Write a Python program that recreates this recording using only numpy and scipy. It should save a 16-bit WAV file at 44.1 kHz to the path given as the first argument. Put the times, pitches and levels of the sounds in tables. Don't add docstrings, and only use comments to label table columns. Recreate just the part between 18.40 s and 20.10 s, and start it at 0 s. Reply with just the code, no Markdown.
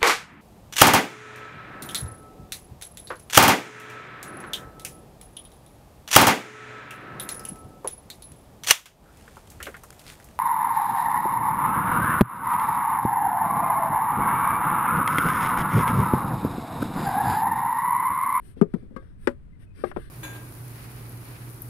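import sys
import numpy as np
from scipy import signal
from scipy.fft import rfft, irfft
from scipy.io import wavfile

SR = 44100
rng = np.random.default_rng(int(sys.argv[2]) if len(sys.argv) > 2 else 0)


def generate_wav(sig):
    pcm = np.round(np.clip(np.atleast_2d(sig).T, -1, 1) * 32767).astype(np.int16)
    wavfile.write(sys.argv[1], SR, pcm)


N = 74970
T = np.arange(N) / SR


def from_db(db):
    return 10 ** (np.asarray(db) / 20)


def rms_one(x):
    return x / np.sqrt(np.mean(x ** 2) + 1e-20)


def at_hz(points, hz, column=1):
    table = np.array(points)
    return np.interp(np.log(hz), np.log(table[:, 0]), table[:, column])


def filtered(x, hz, kind="low", order=2):
    return signal.sosfilt(signal.butter(order, hz, kind, fs=SR, output="sos"), x)


def noise(spectrum):
    hz = np.maximum(np.fft.rfftfreq(N, 1 / SR), 1)
    return rms_one(irfft(rfft(rng.standard_normal(N)) * from_db(at_hz(spectrum, hz)), N))


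def flicker(rate_hz):
    return rms_one(filtered(rng.standard_normal(N), rate_hz))


def swell(start_s, length_s, power=1):
    progress = np.clip((T - start_s) / length_s, 0, 1)
    return (4 * progress * (1 - progress)) ** power


def decay(t, t60):
    return np.exp(-np.log(1000) * t / t60)


def air():
    # frequency_hz, relative_db
    left_colour = [(25, 1), (60, 1.5), (120, 0), (300, -14.5), (500, -25.5), (800, -35), (1500, -32),
                   (3000, -44), (6900, -58.5), (8500, -49), (16000, -65)]
    right_colour = [(25, -1), (120, -6), (300, -30), (800, -48), (1500, -45.5), (3000, -56), (10500, -69)]
    return np.array([from_db(-45) * noise(left_colour), from_db(-45.5) * noise(right_colour)])


def stroke_resonances(depth_db=5, spacing_hz=130):
    position = np.fft.rfftfreq(N, 1 / SR) / spacing_hz
    heights = rng.uniform(-0.92, 1, int(position[-1]) + 2) * np.sqrt(3)
    return from_db(depth_db * np.interp(position, np.arange(len(heights)), heights))


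def rubs(roughness_db=0.5):
    # start_s, length_s, hiss_level_db, grain_over_hiss_db
    strokes = [(0, 0.16, -59, 1), (0.156, 0.067, -71, 14), (0.254, 0.25, -76.5, 16),
               (0.475, 0.32, -78.5, 15.5), (0.773, 0.17, -62.5, 5.5), (1.183, 0.083, -66.5, 9.5),
               (1.33, 0.16, -61.5, 11), (1.433, 0.098, -57.5, 10.5), (1.512, 0.22, -61.5, 9)]
    # frequency_hz, relative_db
    hiss_colour = [(6000, -15.5), (7200, -14), (8600, 5.5), (9600, 4.5), (11000, -4.5), (13000, -4),
                   (15500, -29)]
    grain_colour = [(150, 11), (400, 11.5), (800, -8), (1550, 3.5), (3000, -4.5), (5800, -13.5),
                    (6900, -42.5)]
    hiss, grain, left = noise(hiss_colour), noise(grain_colour), 0
    for start_s, length_s, level_db, grain_db in strokes:
        friction = hiss + from_db(grain_db) * irfft(rfft(grain) * stroke_resonances(), N)
        left = left + from_db(level_db) * swell(start_s, length_s, power=1.6) * friction
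    return np.array([left * from_db(roughness_db * flicker(rate_hz=570)), np.zeros(N)])


def knocks(contact_s=0.0007, rise_cycles=0.45, grip_waver=0.014, tail_db=-21.5, tail_t60_s=0.16):
    # pitch_hz, level_db, t60_s
    thud = [(170, -3, .08), (222, 3.5, .05), (392, -3.6, .06), (424, -6, .095), (452, -19, .12),
            (679, -20, .06), (830, -24, .045), (1225, -21, .049)]
    hollow = [(248.0, -19.0, 0.139), (364.0, -3.4, 0.042), (490.0, -10.5, 0.04), (565.0, -14.8, 0.107),
              (837.0, -24.6, 0.062), (1014.0, -24.8, 0.076), (1405.0, -8.3, 0.021), (1527.0, -11.7, 0.028),
              (1970.0, -18.3, 0.042), (2496.0, -31.7, 0.054), (2887.0, -23.9, 0.023)]
    clack = [(214, -14, .027), (517, -30, .1), (1115, -29, .07), (1240, -35, .085), (1585, -38, .09),
             (2080, -47, .1)]
    tap = [(355, -19, .14), (480, -2, .014), (621, -25, .07), (790, -16.5, .041), (1136, -28, .065),
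           (1220, -13.3, .024), (1613, -35, .08)]
    spots = dict(thud=thud, hollow=hollow, clack=clack, tap=tap)
    # frequency_hz, relative_db, base_t60_s
    crack = [(197, -10.5, 0.085), (384, -6.5, 0.15), (670, -7, 0.016), (930, -9, 0.064),
             (1420, -1.5, 0.045), (3000, -12.5, 0.033), (5250, -15, 0.046), (6250, -30, 0.013),
             (8640, 0.5, .03), (13100, -17, 0.0077)]
    # low_hz, middle_hz, edge_hz, tick_hz
    eq_hz = [400, 1400, 3000, 9000]
    # start_s, spot, mode_level_db, tilt_db_per_octave, pitch_factor, ring_time_factor,
    # crack_low_db, crack_middle_db, crack_edge_db, crack_tick_db, right_send_db
    blows = [ (.165, "thud", -45, -2.5, 1.2, 3.5, -43.5, -74.5, -72, -75.5, -13),
             (.2130, "thud", -1, 0, 0.99, 1.11, -19.5, -27, -36, -41.5, -16),
             (0.3381, "thud", -22.5, -9.5, 1.015, 1.06, -23.5, -39.5, -42, -48.5, -17.5),
             (0.423, "thud", -47, -10.5, 1.16, 2.1, -48, -71, -82, -75, -16),
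             (0.508, "thud", -46.5, -7, 1.25, 2.5, -43.5, -87, -78, -89, -18),
             (0.5632, "clack", -3, 0, 1.01, 1.44, -36.5, -43, -43.5, -52.5, -18.5),
             (0.625, "hollow", -36, -2.5, 1.14, 0.56, -70, -73, -81, -85, -21),
             (0.8723, "hollow", -1, 0.03, 0.99, 1.02, -23, -18, -23, -30.5, -12),
             (1.4377, "tap", -3, 0, 1, 1.41, -27.5, -30.5, -36, -53, -20),
             (1.514, "tap", -21, -4, 1.67, 0.61, -47, -28.5, -43, -55, -20),
             (1.5624, "tap", -11.5, -5, 1.63, 0.66, -25, -32, -37, -78, -27),
             (1.569, "tap", -9, -3, 1.3, 0.58, -27, -34.5, -39.5, -53, -13.5)]
    out, t = np.zeros((2, N + SR)), T[:SR // 3]
    grip = flicker(rate_hz=70)
    edges_hz = 140 * 2 ** (np.arange(22) / 3)
    centres_hz = np.sqrt(edges_hz[1:] * edges_hz[:-1])
    bands = [rms_one(filtered(rng.standard_normal(N + len(t)), pair, "band"))
             for pair in zip(edges_hz, edges_hz[1:])]
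    attack = 1 - np.exp(-t / contact_s)
    tail = from_db(tail_db) * decay(t, tail_t60_s)
    for start_s, spot, level_db, tilt_db, pitch, ring, *eq_db, right_db in blows:
        first, blow = int(start_s * SR), 0
        span = slice(first, first + len(t))
        for k, (hz, db, t60) in enumerate(spots[spot]):
            waver = 1 + grip_waver * np.roll(grip, rng.integers(N))[:len(t)]
            phase = 2 * np.pi * hz * pitch * np.cumsum(waver) / SR
            gain = from_db(level_db + db + tilt_db * np.log2(hz / 400))
            rise = 1 - np.exp(-(t * hz / rise_cycles) ** 2)
            mode = gain * rise * decay(t, t60 * ring) * np.sin(phase)
            blow = blow + (-1) ** k * mode
        crack_eq = list(zip(eq_hz, eq_db))
        for hz, band in zip(centres_hz, bands):
            envelope = attack * (decay(t, at_hz(crack, hz, column=2) * ring) + tail)
            blow = blow + from_db(at_hz(crack, hz) + at_hz(crack_eq, hz)) * envelope * band[span]
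        out[:, span] += blow * from_db([[0], [right_db]])
    left, right = filtered(out[:, :N] + 1e-18, 100, "high")
    return np.array([left, far_side(right)])


def far_side(x):
    return filtered(filtered(x, 520, order=1), 1900, order=1)


def wind_puffs():
    # start_s, length_s, level_db
    puffs = [(0.57, 0.09, -46.5), (0.696, 0.23, -42.5), (1.456, 0.28, -39)]
    # frequency_hz, relative_db
    wind_colour = [(40, 0.5), (80, -2), (150, -11.5), (1000, -85)]
    envelope = sum(from_db(db) * swell(start_s, length_s) for start_s, length_s, db in puffs)
    return np.array([np.zeros(N), envelope * noise(wind_colour)])


def chirps(pitch_waver=0.019, flutter_db=4):
    # start_s, length_s, pitch_hz, level_db
    calls = [(1.121, 0.04, 2067, -61.5), (1.26, 0.092, 2560, -69)]
    phase_per_hz = 2 * np.pi * np.cumsum(1 + pitch_waver * flicker(rate_hz=120)) / SR
    whistles = sum(from_db(db) * swell(start_s, length_s) * np.sin(hz * phase_per_hz)
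                   for start_s, length_s, hz, db in calls)
    return np.array([whistles * from_db(flutter_db * flicker(rate_hz=60)), np.zeros(N)])


def scene():
    return knocks() + rubs() + wind_puffs() + air() + chirps()


def record(dry, ceiling=0.92, stopband_hz=16300):
    rounded = dry / (1 + (dry / ceiling) ** 6) ** (1 / 6)
    return signal.sosfilt(signal.cheby2(12, 70, stopband_hz, fs=SR, output="sos"), rounded)


dry = scene()
out = record(dry)
generate_wav(out)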